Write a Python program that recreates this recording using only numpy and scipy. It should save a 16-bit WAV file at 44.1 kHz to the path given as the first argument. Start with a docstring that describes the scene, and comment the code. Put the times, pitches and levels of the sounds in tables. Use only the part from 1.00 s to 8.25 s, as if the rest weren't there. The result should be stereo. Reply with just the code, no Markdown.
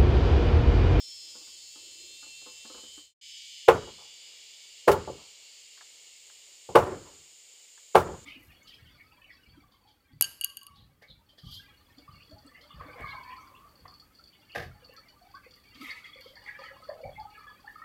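"""Hammering a timber frame in the forest

From beside a house frame on a wooded hillside, someone is heard climbing over planks with soft bumps.
The sound fades out and returns from across the yard, where a heavy hammer drives a beam home: four
hard knocks, each ringing the wood and shaking the frame. Near cicadas swell, hold and sag in pitch
as their tymbals wind down, over the buzz and hiss of many far ones."""
import sys
import numpy as np
from scipy import signal
from scipy.fft import rfft, irfft
from scipy.io import wavfile
from scipy.ndimage import map_coordinates

SR = 44100
rng = np.random.default_rng(int(sys.argv[2]) if len(sys.argv) > 2 else 0)


def to_wav(s):
    """Save 16-bit WAV."""
    ch = np.atleast_2d(s).T  # columns
    pcm = np.round(np.clip(ch, -1, 1) * 32767)  # PCM
    wavfile.write(sys.argv[1], SR, pcm.astype(np.int16))


N = 319719
TIME = np.arange(N) / SR
AGE = TIME[:2 ** 15]   # seconds since a strike
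BAND_HZ = 40 * 2 ** (np.arange(27) / 3)
LEFT_RIGHT = np.array([[.5], [-.5]])   # splits a difference between the channels
MOVE_S = 2.212   # the microphones move from beside the frame to across the yard


# The hammer, from across the yard. Each row: start in seconds, level in dB, joint ring in Hz and dB,
# thud, clack, crack and rumble in dB, a factor on the frame's ring time, swell in seconds.
HAMMER_BLOWS = [(2.678, 2, 455, -20, 2, -0.5, 2, -3, 0.97, 0.0098),
                (3.873, 4, 405.6, -12.5, 3, -3, -6, -3, 0.88, 0.0095),
                (5.748, 3.5, 466.4, -19, 3.5, -0.5, -1.5, -2, 1.27, 0.011),
                (6.944, 4, 445, -31, 0.5, 0.5, -2.5, -3.5, 1.11, 0.014)]
# The struck beam's clear modes. Each row: pitch in Hz, level in dB, seconds to die by 60 dB (t60).
BEAM_MODES = [(368.6, -19.5, 0.13), (455.3, -18, 0.11), (532.4, -19.5, 0.12), (570, -23, 0.12),
              (638, -32.5, 0.13), (734, -31.5, 0.18), (795, -24.5, 0.11), (864, -17.5, 0.13),
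              (985, -22, .12), (1055.5, -25, 0.12), (1160, -23.5, 0.13), (1385, -27.5, 0.16),
              (1517, -32.5, 0.082), (1663, -37, .14), (1950, -39, 0.22)]
# Dense modes of the struck wood. Each row: band in Hz, level in dB, t60 in seconds.
WOOD_BANDS = [(50, -62, .1), (144, -35, .1), (300, -39.5, 0.083), (400, -19, .08), (660, -19, 0.09),
              (900, -19, 0.096), (1390, -23.5, 0.19), (1720, -32, 0.14), (2700, -29.5, 0.11),
              (4070, -33.5, 0.048), (6500, -42.5, 0.16), (10600, -38.5, 0.075), (14900, -46, .13)]
# The whole frame shaking after a blow. Each row: band in Hz, level in dB, t60 in seconds.
FRAME_BANDS = [(40.8, -56, .55), (80, -41.5, 0.44), (160, -38, 0.43), (270, -42, 0.48), (420, -31.5, .5),
               (700, -28, 0.19), (1085, -32, 0.39), (1800, -47, 0.63), (3500, -52, 0.43), (8014, -52, 0.38),
               (15000, -54.5, .22)]
# Fibres cracking as the tenon slips on. 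Each row: start in seconds, level in dB.
FIBRE_CRACKS = [(3.885, 0), (3.915, 4), (5.784, -6.5), (6.977, -3), (6.999, -8)]
# The tone of one such crack. Each row: band in Hz, level in dB, t60 in seconds.
FIBRE_BANDS = [(300, -72, .05), (900, -33, .06), (1800, -39.5, 0.085), (3500, -40, 0.11),
               (8000, -40.5, .09), (15000, -41.5, 0.12)]
def hammer():
    """Each blow rings the beam and its joint, cracks as the tenon seats, and shakes the frame."""
    out = np.zeros((2, N))
    for s, db, joint_hz, joint_db, thud_db, clack_db, crack_db, rumble_db, hold, swell in HAMMER_BLOWS:
        def colour_db(hz):
            """Where and how squarely the head lands tilts the tone."""
            return (thud_db * bell(hz, 640, 0.97) + clack_db * bell(hz, 950, 0.55)
                    + crack_db * bell(hz, 3200, 0.91))
        modes = [(hz, level + colour_db(hz), t60) for hz, level, t60 in BEAM_MODES]
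        beam = ring(modes + [(joint_hz, joint_db, .2)], swell, spread=1.4, chance_db=0.5)
        wood = dense_modes(WOOD_BANDS, swell * 0.83, alike_below_hz=2100, colour_db=colour_db(BAND_HZ))
        frame = dense_modes(stretch(FRAME_BANDS, hold), 0.022, alike_below_hz=1900, bass_lag_hz=70)
        frame *= from_db(1.3 * drift(55)[:len(AGE)])   # shaking passes unevenly from joint to joint
        posts = ring(stretch([(85.9, -37, .5), (155.4, -46, .64)], hold), .027, spread=.5, chance_db=3.5)
        seat = (AGE - swell) / .00016
        crack = from_db(-3.5 + crack_db) * -seat * np.exp(-seat ** 2)
        add(out, s, from_db(db) * (beam + wood + crack + from_db(rumble_db) * (frame + posts)))
    for s, db in FIBRE_CRACKS:
        add(out, s, from_db(db) * dense_modes(FIBRE_BANDS, 0.001, alike_below_hz=2000))
    return out


# Lighter knocks, across the yard: timbers settling in their joints, and at 3.932 s the hammer landing a second
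# time just after a blow. Each row: start in seconds, level in dB, low-pass edge in Hz.
TIMBER_KNOCKS = [(2.868, -32.5, 2000), (3.932, -12, 1685), (4.071, -17.5, 850), (4.094, -21.5, 440),
                 (5.685, -24.5, 900), (5.808, -32, 1800), (5.865, -17.5, 1610), (5.915, -19, 700),
                 (5.973, -36, 1500), (6.186, -35.5, 80), (7.085, -19.5, 820), (7.136, -28, 990)]
def light_knocks():
    """Timbers knock in their joints and the hammer lands once more after a blow, all duller and lighter than a
    full blow on the same wood."""
    out = np.zeros((2, N))
    for s, db, dull_hz in TIMBER_KNOCKS:
        knock = from_db(1) * ring(stretch(BEAM_MODES, 1.1), 0.0054, spread=0.93, chance_db=1.5)
        shake = from_db(8.5) * dense_modes(stretch(FRAME_BANDS, 0.66), 0.0091, alike_below_hz=730)
        add(out, s, from_db(db) * butter(knock + shake, dull_hz, "low"))
    return out


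# Sliding over the beam, close by. Each row: start and length in seconds, level in dB.
BEAM_SLIDES = [(0.036, 0.091, -59), (0.178, 0.53, -76.5), (0.732, 0.516, -69)]
def sliding():
    """The climber rubs along the wood: low, uneven noise that eases in and out."""
    edge_s = 0.088
    gain = sum(from_db(db) * ramp(s, edge_s) * ramp(s + length, -edge_s) for s, length, db in BEAM_SLIDES)
    rub = steady_noise([(240, -18), (335, 3), (420, -7), (600, -10)], 140, 620, likeness=0.8)
    return gain * rub * from_db(2 * drift(14.15))


# Feet and knees, close by. Each row: start in seconds, level in dB, upper knock in dB.
PLANK_STEPS = [(0.349, -46.5, -4), (0.411, -53.5, -10), (0.47, -57, 2), (0.754, -51, 2),
               (1.224, -53.5, 3.5), (1.261, -51.5, -26), (1.414, -52, -19), (1.46, -45, -6),
               (1.647, -45, -4), (1.697, -43.5, -7), (1.743, -43, -8), (1.775, -46.5, -3),
               (1.832, -46.5, -13), (1.974, -50, -2)]
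# The planks underfoot. Each row: pitch in Hz, level in dB, t60 in seconds.
PLANK_MODES = [(235, -5.5, 0.18), (307, 2, 0.12), (395, -9.5, 0.37), (511, -4.5, 0.24), (569, -12, 0.35),
               (780, -17, 0.092), (890, -5.5, 0.23), (1080, -4, 0.2), (1130, -4.5, 0.22),
               (1283, -1.5, 0.093), (1508, -2, 0.077), (1750, -7, .1)]
def climber():
    """Each soft bump rings the planks and scuffs them."""
    out = np.zeros((2, N))
    for s, db, upper_db in PLANK_STEPS:
        tuning = 1 + .025 * rng.normal()   # weight on another spot retunes the planks
        modes = [(hz * tuning, level + (upper_db + 2.5) * bell(hz, 1600, 0.83), t60)
                 for hz, level, t60 in PLANK_MODES]
        friction = rms_one(butter(stereo_noise(0.2, len(AGE)), [215, 1450], "band", order=4))
        scuff = from_db(-11) * friction * swell_and_die(0.00096, 0.19)
        plank = from_db(-12) * ring(modes, 0.0055, spread=0.99, chance_db=4.5)
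        add(out, s, from_db(db) * (plank + scuff))
    return out


# Taps between blows, across the yard. Each row: start in seconds, level in dB.
WOOD_TAPS = [(4.773, -50), (4.809, -42), (5.297, -53.5), (6.775, -50.5)]
# The tone of one tap. Each row: band in Hz, level in dB, t60 in seconds.
TAP_BANDS = [(400, -52, .08), (850, -14, 0.078), (1400, -8.5, 0.073), (1810, 0, 0.026), (3000, -33, .04),
             (8000, -45, .03)]
def taps():
    """Light touches briefly stir the wood's dense modes."""
    out = np.zeros((2, N))
    for s, db in WOOD_TAPS:
        add(out, s, from_db(db + 0.5) * dense_modes(TAP_BANDS, 0.0012, alike_below_hz=1600))
    return out


# Three cicada songs, near the microphones. Each row: partial in Hz, level in dB.
SHRILL_PARTIALS = [(2676, -85), (2972, -79), (3128, -75), (3273, -58), (3569, -63.5), (3865, -81),
                   (4167, -58.5), (4463, -58), (4759, -57.5), (5055, -57.5), (5351, -53), (5647, -65),
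                   (6243, -85), (6540, -75)]
LOW_PARTIALS = [(2401, -73), (2702, -63), (3004, -60.5), (3138, -59.5), (3305, -61), (3607, -61),
                (3903, -62), (4054, -69), (4204, -55.5), (4355, -64.5), (4495, -66), (4657, -60),
                (4791, -76.5), (4969, -59), (5103, -68.5), (5238, -71), (5545, -69), (6008, -84),
                (6158, -73.5), (6293, -66)]
FALLING_PARTIALS = [(2283, -62), (2422, -64), (2568, -68.5), (2710, -62), (2853, -56.5), (2998, -53),
                    (3138, -60), (3282, -59), (3424, -57), (3567, -60.5), (3709, -62.5), (3852, -61.5),
                    (3995, -67.5), (4136, -61.5), (4422, -57.5), (4708, -54), (4992, -58), (5136, -65.5),
                    (5278, -61.5), (5565, -69), (5990, -71), (6135, -61), (6420, -61), (6885, -75.5)]
# The abdomen's resonance in each song. Each row: time in seconds, centre in Hz.
SHRILL_BODY = [(.1, 5380), (.2, 5100), (.36, 5030), (.6, 4500), (1.1, 4200)]
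LOW_BODY = [(1.0, 2820), (1.3, 2700), (1.65, 2770), (1.85, 3070)]
FALLING_BODY = [(2.7, 3153), (3.15, 3540), (3.7, 3454), (4.5, 4826)]
# The calls. Each row: microphone spot, song, end of swell and start of dying in seconds, level in dB,
# dying in dB per second, resonance lift in dB, waver as a share of speed, flicker in dB,
# left minus right in dB and in radians.
NEAR_CALLS = [("frame", "shrill", 0, .02, 9, 11.6, 6.6, 0.00053, 1.4, 3.3, 0.44),
              ("frame", "low", 1.32, 1.72, 9.6, 11, 10.9, 0.0017, 2.85, 0.22, 0.43),
              ("yard", "falling", 2.5, 2.15, 4.6, 6.2, 4.5, .0017, 4.5, 1.5, 0.5),
              ("yard", "falling", 1.6, 4.5, -3, 12, 4.5, 0.0018, 3.5, 2, 2.3)]
# The tymbal behind each call. Each row: speed ratio, its creep per second, midpoint and time scale
# of the slackening in seconds, speed ratio lost.
TYMBAL_SPEEDS = [(.999, .0085, 2.0, .15, .016), (.988, .0085, 1.95, .15, .012), (1.001, 0, 3.65, .27, .062),
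                 (1.012, 0, 4.1, .35, .058)]
def near_cicadas():
    """Calls swell and die away; their pitch holds or creeps up, then sags as the tymbal slackens."""
    voices = {"shrill": (SHRILL_PARTIALS, SHRILL_BODY), "low": (LOW_PARTIALS, LOW_BODY),
              "falling": (FALLING_PARTIALS, FALLING_BODY)}
    out, swell_db_per_s = 0, 4.5
    for call, (ratio, creep, slack_s, slack_length, sag) in zip(NEAR_CALLS, TYMBAL_SPEEDS):
        spot, voice, full_s, until_s, db, dying, lift_db, waver, flicker_db, pan_db, apart = call
        effort_db = db - swell_db_per_s * np.maximum(full_s - TIME, 0)
        effort_db -= dying * np.maximum(TIME - until_s, 0)
        speed = ratio + creep * TIME - sag / (1 + np.exp((slack_s - TIME) / slack_length))
        song = cicada(*voices[voice], speed, lift_db, waver, flicker_db, apart)
        out += heard_at(spot) * from_db(effort_db + pan_db * LEFT_RIGHT) * song
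    return out


def cicada(partials, body, speed, lift_db, waver, flicker_db, apart):
    """All partials follow the tymbal's speed; the abdomen lifts those near its resonance."""
    tymbal_time = np.cumsum(speed * (1 + waver * drift(30))) / SR
    slow_time = TIME[::64]
    body_hz = np.interp(slow_time, *np.transpose(body))
    out = np.zeros((2, N))
    for hz, db in partials:
        turn = 2 * np.pi * (hz * tymbal_time + rng.random())
        body_db = lift_db * (bell(hz, body_hz, octaves=.06) - 0.8)
        for channel, phase in zip(out, apart * rng.choice([-1, 1]) * LEFT_RIGHT):
            # paths through moving leaves make level and phase shimmer, differently on each side
            flicker = map_coordinates(rng.standard_normal(256), [slow_time * 11], mode="wrap")
            sway = map_coordinates(rng.standard_normal(256), [slow_time * 11], mode="wrap")
            level = from_db(db + body_db + flicker_db * flicker)
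            channel += full_rate(level) * np.sin(turn + full_rate(phase + .7 * sway))
    return out


# Far cicadas all round the site, their buzz and their hiss. Each row: frequency in Hz, level in dB.
FAR_BUZZ = [(1500, -24), (1900, -9.5), (2250, -2.5), (2550, -5.5), (2950, 1.5), (3400, -2.5), (4000, -2),
            (4800, 0), (5350, -1.5), (5800, -8)]
FAR_HISS = [(5900, -12), (6400, -6), (6800, 1), (7150, 3.5), (7700, -5), (8400, -6.5), (9000, -16),
            (10500, -20.5), (12500, -28.5), (15000, -16)]
def far_cicadas():
    """Many songs merge into noise; their nearly equal tymbal rates leave a ripple in its spectrum."""
    low = bed("low buzz") * steady_noise(FAR_BUZZ, 1600, 3800, likeness=-.05, ripple_db=2.8)
    middle = bed("middle buzz") * steady_noise(FAR_BUZZ, 3800, 5900, likeness=-0.11, ripple_db=1)
    middle *= from_db(2.4 * LEFT_RIGHT)
    high = bed("hiss") * steady_noise(FAR_HISS, 5900, 15000, likeness=-0.025)
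    return lull(depth_db=3.1, length_s=1.6) * (low + middle) + high


# A faint breeze on the hillside. Each row: frequency in Hz, level in dB.
BREEZE_SPECTRUM = [(200, -11), (290, -8), (370, 0.5), (500, 3), (700, -3), (1200, -4.5), (1900, -7)]
def air():
    """A wavering breeze over the deep rumble of the air."""
    gusts = bed("breeze") * lull(depth_db=17, length_s=1) * from_db(1.5 * drift(10))
    breeze = gusts * steady_noise(BREEZE_SPECTRUM, 170, 1900, likeness=0.49)
    rumble = steady_noise([(25, -7), (60, 1), (110, -5), (200, -11)], 20, 200, likeness=.9)
    return breeze + bed("rumble") * rumble


# The background beside the frame and across the yard. Each entry: level on arrival in dB,
# trend in dB per second.
BED_LEVELS = {"frame": {"low buzz": (-60, 1.0), "middle buzz": (-58.5, 1), "hiss": (-48.5, -0.42),
              "breeze": (-74, 0), "rumble": (-82, 3.4)}, "yard": {"low buzz": (-51.5, -1.5),
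              "middle buzz": (-50.5, -1.7), "hiss": (-51.5, 0), "breeze": (-69.5, -0.54),
              "rumble": (-84, -1.2)}}
def bed(name):
    """Gain of a background layer, holding or slowly changing at each spot."""
    gain = 0
    for spot, arrival_s in (("frame", 0), ("yard", MOVE_S)):
        db, trend = BED_LEVELS[spot][name]
        gain += heard_at(spot) * from_db(db + trend * (TIME - arrival_s))
    return gain


def hillside_echo(x):
    """A faint echo returns from the wooded slope, smeared by the trees."""
    scatter = rng.standard_normal((2, len(AGE))) * swell_and_die(0.0053, 0.35)
    scatter /= np.sqrt(np.sum(scatter ** 2) / 2)
    echo = signal.fftconvolve(butter(x, [600, 1500], "band"), scatter, axes=1)
    return from_db(-38.5) * np.pad(echo, ((0, 0), (int(.29 * SR), 0)))[:, :N]


# The frame's sound at the microphone pair. Each row: frequency in Hz, left minus right in dB.
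PAIR_BALANCE = [(60, 1), (380, 0.5), (950, -0.55), (2400, 0), (15000, -2)]
def at_microphones(x):
    """The two sides differ a little in level, and the left hears the sound first."""
    hz, lead_s = np.arange(N // 2 + 1) * SR / N, .00003
    balance = from_db(LEFT_RIGHT * at_hz(PAIR_BALANCE, hz)[0])
    return irfft(rfft(x) * balance * np.exp(2j * np.pi * LEFT_RIGHT * hz * lead_s), N)


def ring(modes, swell, spread, chance_db):
    """Each mode has its own strength and phase; the sides differ by spread radians per kHz."""
    out = 0
    for hz, db, t60 in modes:
        phase = rng.uniform(0, 2 * np.pi) + spread * hz / 1000 * rng.choice([-1, 1]) * LEFT_RIGHT
        strength = from_db(db + chance_db * rng.normal())
        out += strength * np.sin(2 * np.pi * hz * AGE + phase) * swell_and_die(swell, t60)
    return out


def dense_modes(table, swell, alike_below_hz, colour_db=0, bass_lag_hz=1):
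    """Modes too close to tell apart: third-octave noise dying band by band."""
    out, white = 0, rng.standard_normal((2, 2, len(AGE) * 5 // 4))
    levels, t60s = at_hz(table, BAND_HZ)
    for k, (hz, db, t60) in enumerate(zip(BAND_HZ, levels + colour_db, t60s)):
        mid, side = butter(white[k % 2], [hz / 2 ** (1 / 6), hz * 2 ** (1 / 6)], "band")[:, -len(AGE):]
        width = hz / np.hypot(hz, alike_below_hz)   # long waves reach both sides alike
        band = mid + 2 * LEFT_RIGHT * width * side
        shape = swell_and_die(swell * (1 + bass_lag_hz / hz), t60)   # slow bending waves: late bass
        out += from_db(db) * rms_one(band * shape) * np.sqrt(np.mean(shape ** 2))
    return out


def swell_and_die(swell, t60):
    """Vibration builds up through the wood, then dies away."""
    return np.minimum(AGE / swell, 1) ** 2.2 * from_db(-60 * np.maximum(AGE - swell, 0) / t60)


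def stretch(modes, factor):
    """The same modes with their ring times scaled."""
    return [(hz, db, t60 * factor) for hz, db, t60 in modes]


def steady_noise(spectrum, low_hz, high_hz, likeness, ripple_db=0):
    """Coloured noise of rms 1, with an optional ripple spaced at the tymbal rate."""
    hz, tymbal_hz = np.arange(N // 2 + 1) * SR / N, 137.5
    level_db = at_hz(spectrum, hz)[0] + ripple_db * np.cos(2 * np.pi * hz / tymbal_hz)
    gain = from_db(level_db) * (hz > low_hz) * (hz < high_hz)
    return rms_one(irfft(rfft(stereo_noise(likeness, N)) * gain, N))


def stereo_noise(likeness, size):
    """White noise with a given left-right correlation."""
    mid, side = rng.standard_normal((2, size))
    return np.sqrt(1 + likeness) * mid + np.sqrt(1 - likeness) * side * 2 * LEFT_RIGHT


def drift(rate):
    """A smooth random curve through rate knots a second."""
    return full_rate(map_coordinates(rng.standard_normal(2048), [TIME[::64] * rate], mode="wrap"))


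def full_rate(slow):
    """Hold each value for 64 samples."""
    return slow.repeat(64)[:N]


def heard_at(spot):
    """True while the microphones are at this spot."""
    return (TIME >= MOVE_S) == (spot == "yard")


def lull(depth_db, length_s):
    """A gain that drops at the move and recovers steadily."""
    return from_db(-depth_db * heard_at("yard") * (1 - ramp(MOVE_S, length_s)))


def ramp(s, length):
    """Rises from 0 at time s to 1 over this length; a negative length looks back in time."""
    return np.clip((TIME - s) / length, 0, 1)


def bell(hz, centre_hz, octaves):
    """A bell curve over log frequency."""
    return np.exp(-(np.log2(hz / centre_hz) / octaves) ** 2)


def at_hz(rows, hz):
    """All columns of a spectrum at these frequencies."""
    row_hz, *columns = np.transpose(rows)
    return [np.interp(np.log(hz + 1e-9), np.log(row_hz), column) for column in columns]


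def butter(x, hz, kind, order=2):
    """Causal Butterworth filter."""
    return signal.sosfilt(signal.butter(order, np.clip(hz, 10, .45 * SR), kind, fs=SR, output="sos"), x)


def add(out, s, sound):
    """Mix a short stereo sound in at time s."""
    start = int(s * SR)
    out[:, start:start + len(AGE)] += sound[:, :N - start]


def from_db(db):
    """Decibels to gain."""
    return 10 ** (np.asarray(db) / 20)


def rms_one(x):
    """Scale to unit rms."""
    return x / np.sqrt(np.mean(x ** 2) + 1e-20)


def gain_control(x, threshold_db, most_db, attack_s, release_db_per_s):
    """A loud sound turns the gain down a little; it creeps back up."""
    over_db = np.clip(20 * np.log10(np.abs(x).max(axis=0) + 1e-9) - threshold_db, 0, most_db)
    held_db = np.maximum.accumulate(over_db + release_db_per_s * TIME) - release_db_per_s * TIME
    pole = np.exp(-1 / (attack_s * SR))
    return x * from_db(-signal.lfilter([1 - pole], [1, -pole], held_db))


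def scene():
    """The work and the forest, fading out gently before the move and quickly back in after it."""
    blows = at_microphones(hammer() + light_knocks())
    work = blows + hillside_echo(blows) + sliding() + climber() + taps()
    forest = far_cicadas() + air() + near_cicadas()
    fade = ramp(2.14, -0.16) ** 1.27 + ramp(MOVE_S, 0.071) ** 0.36 + from_db(-63.5)
    return (work + forest) * fade


def record(dry):
    """Blows duck the gain, peaks are rounded, the deepest bass rolls off and the top is cut."""
    ducked = gain_control(dry, threshold_db=-14, most_db=2.0, attack_s=.09, release_db_per_s=0.7)
    rounded = ducked / (1 + ducked ** 6) ** (1 / 6)
    thinned = butter(rounded, 31, "high")
    return signal.sosfilt(signal.cheby2(16, 70, 16600, fs=SR, output="sos"), thinned)


dry = scene()
out = record(dry)
to_wav(out)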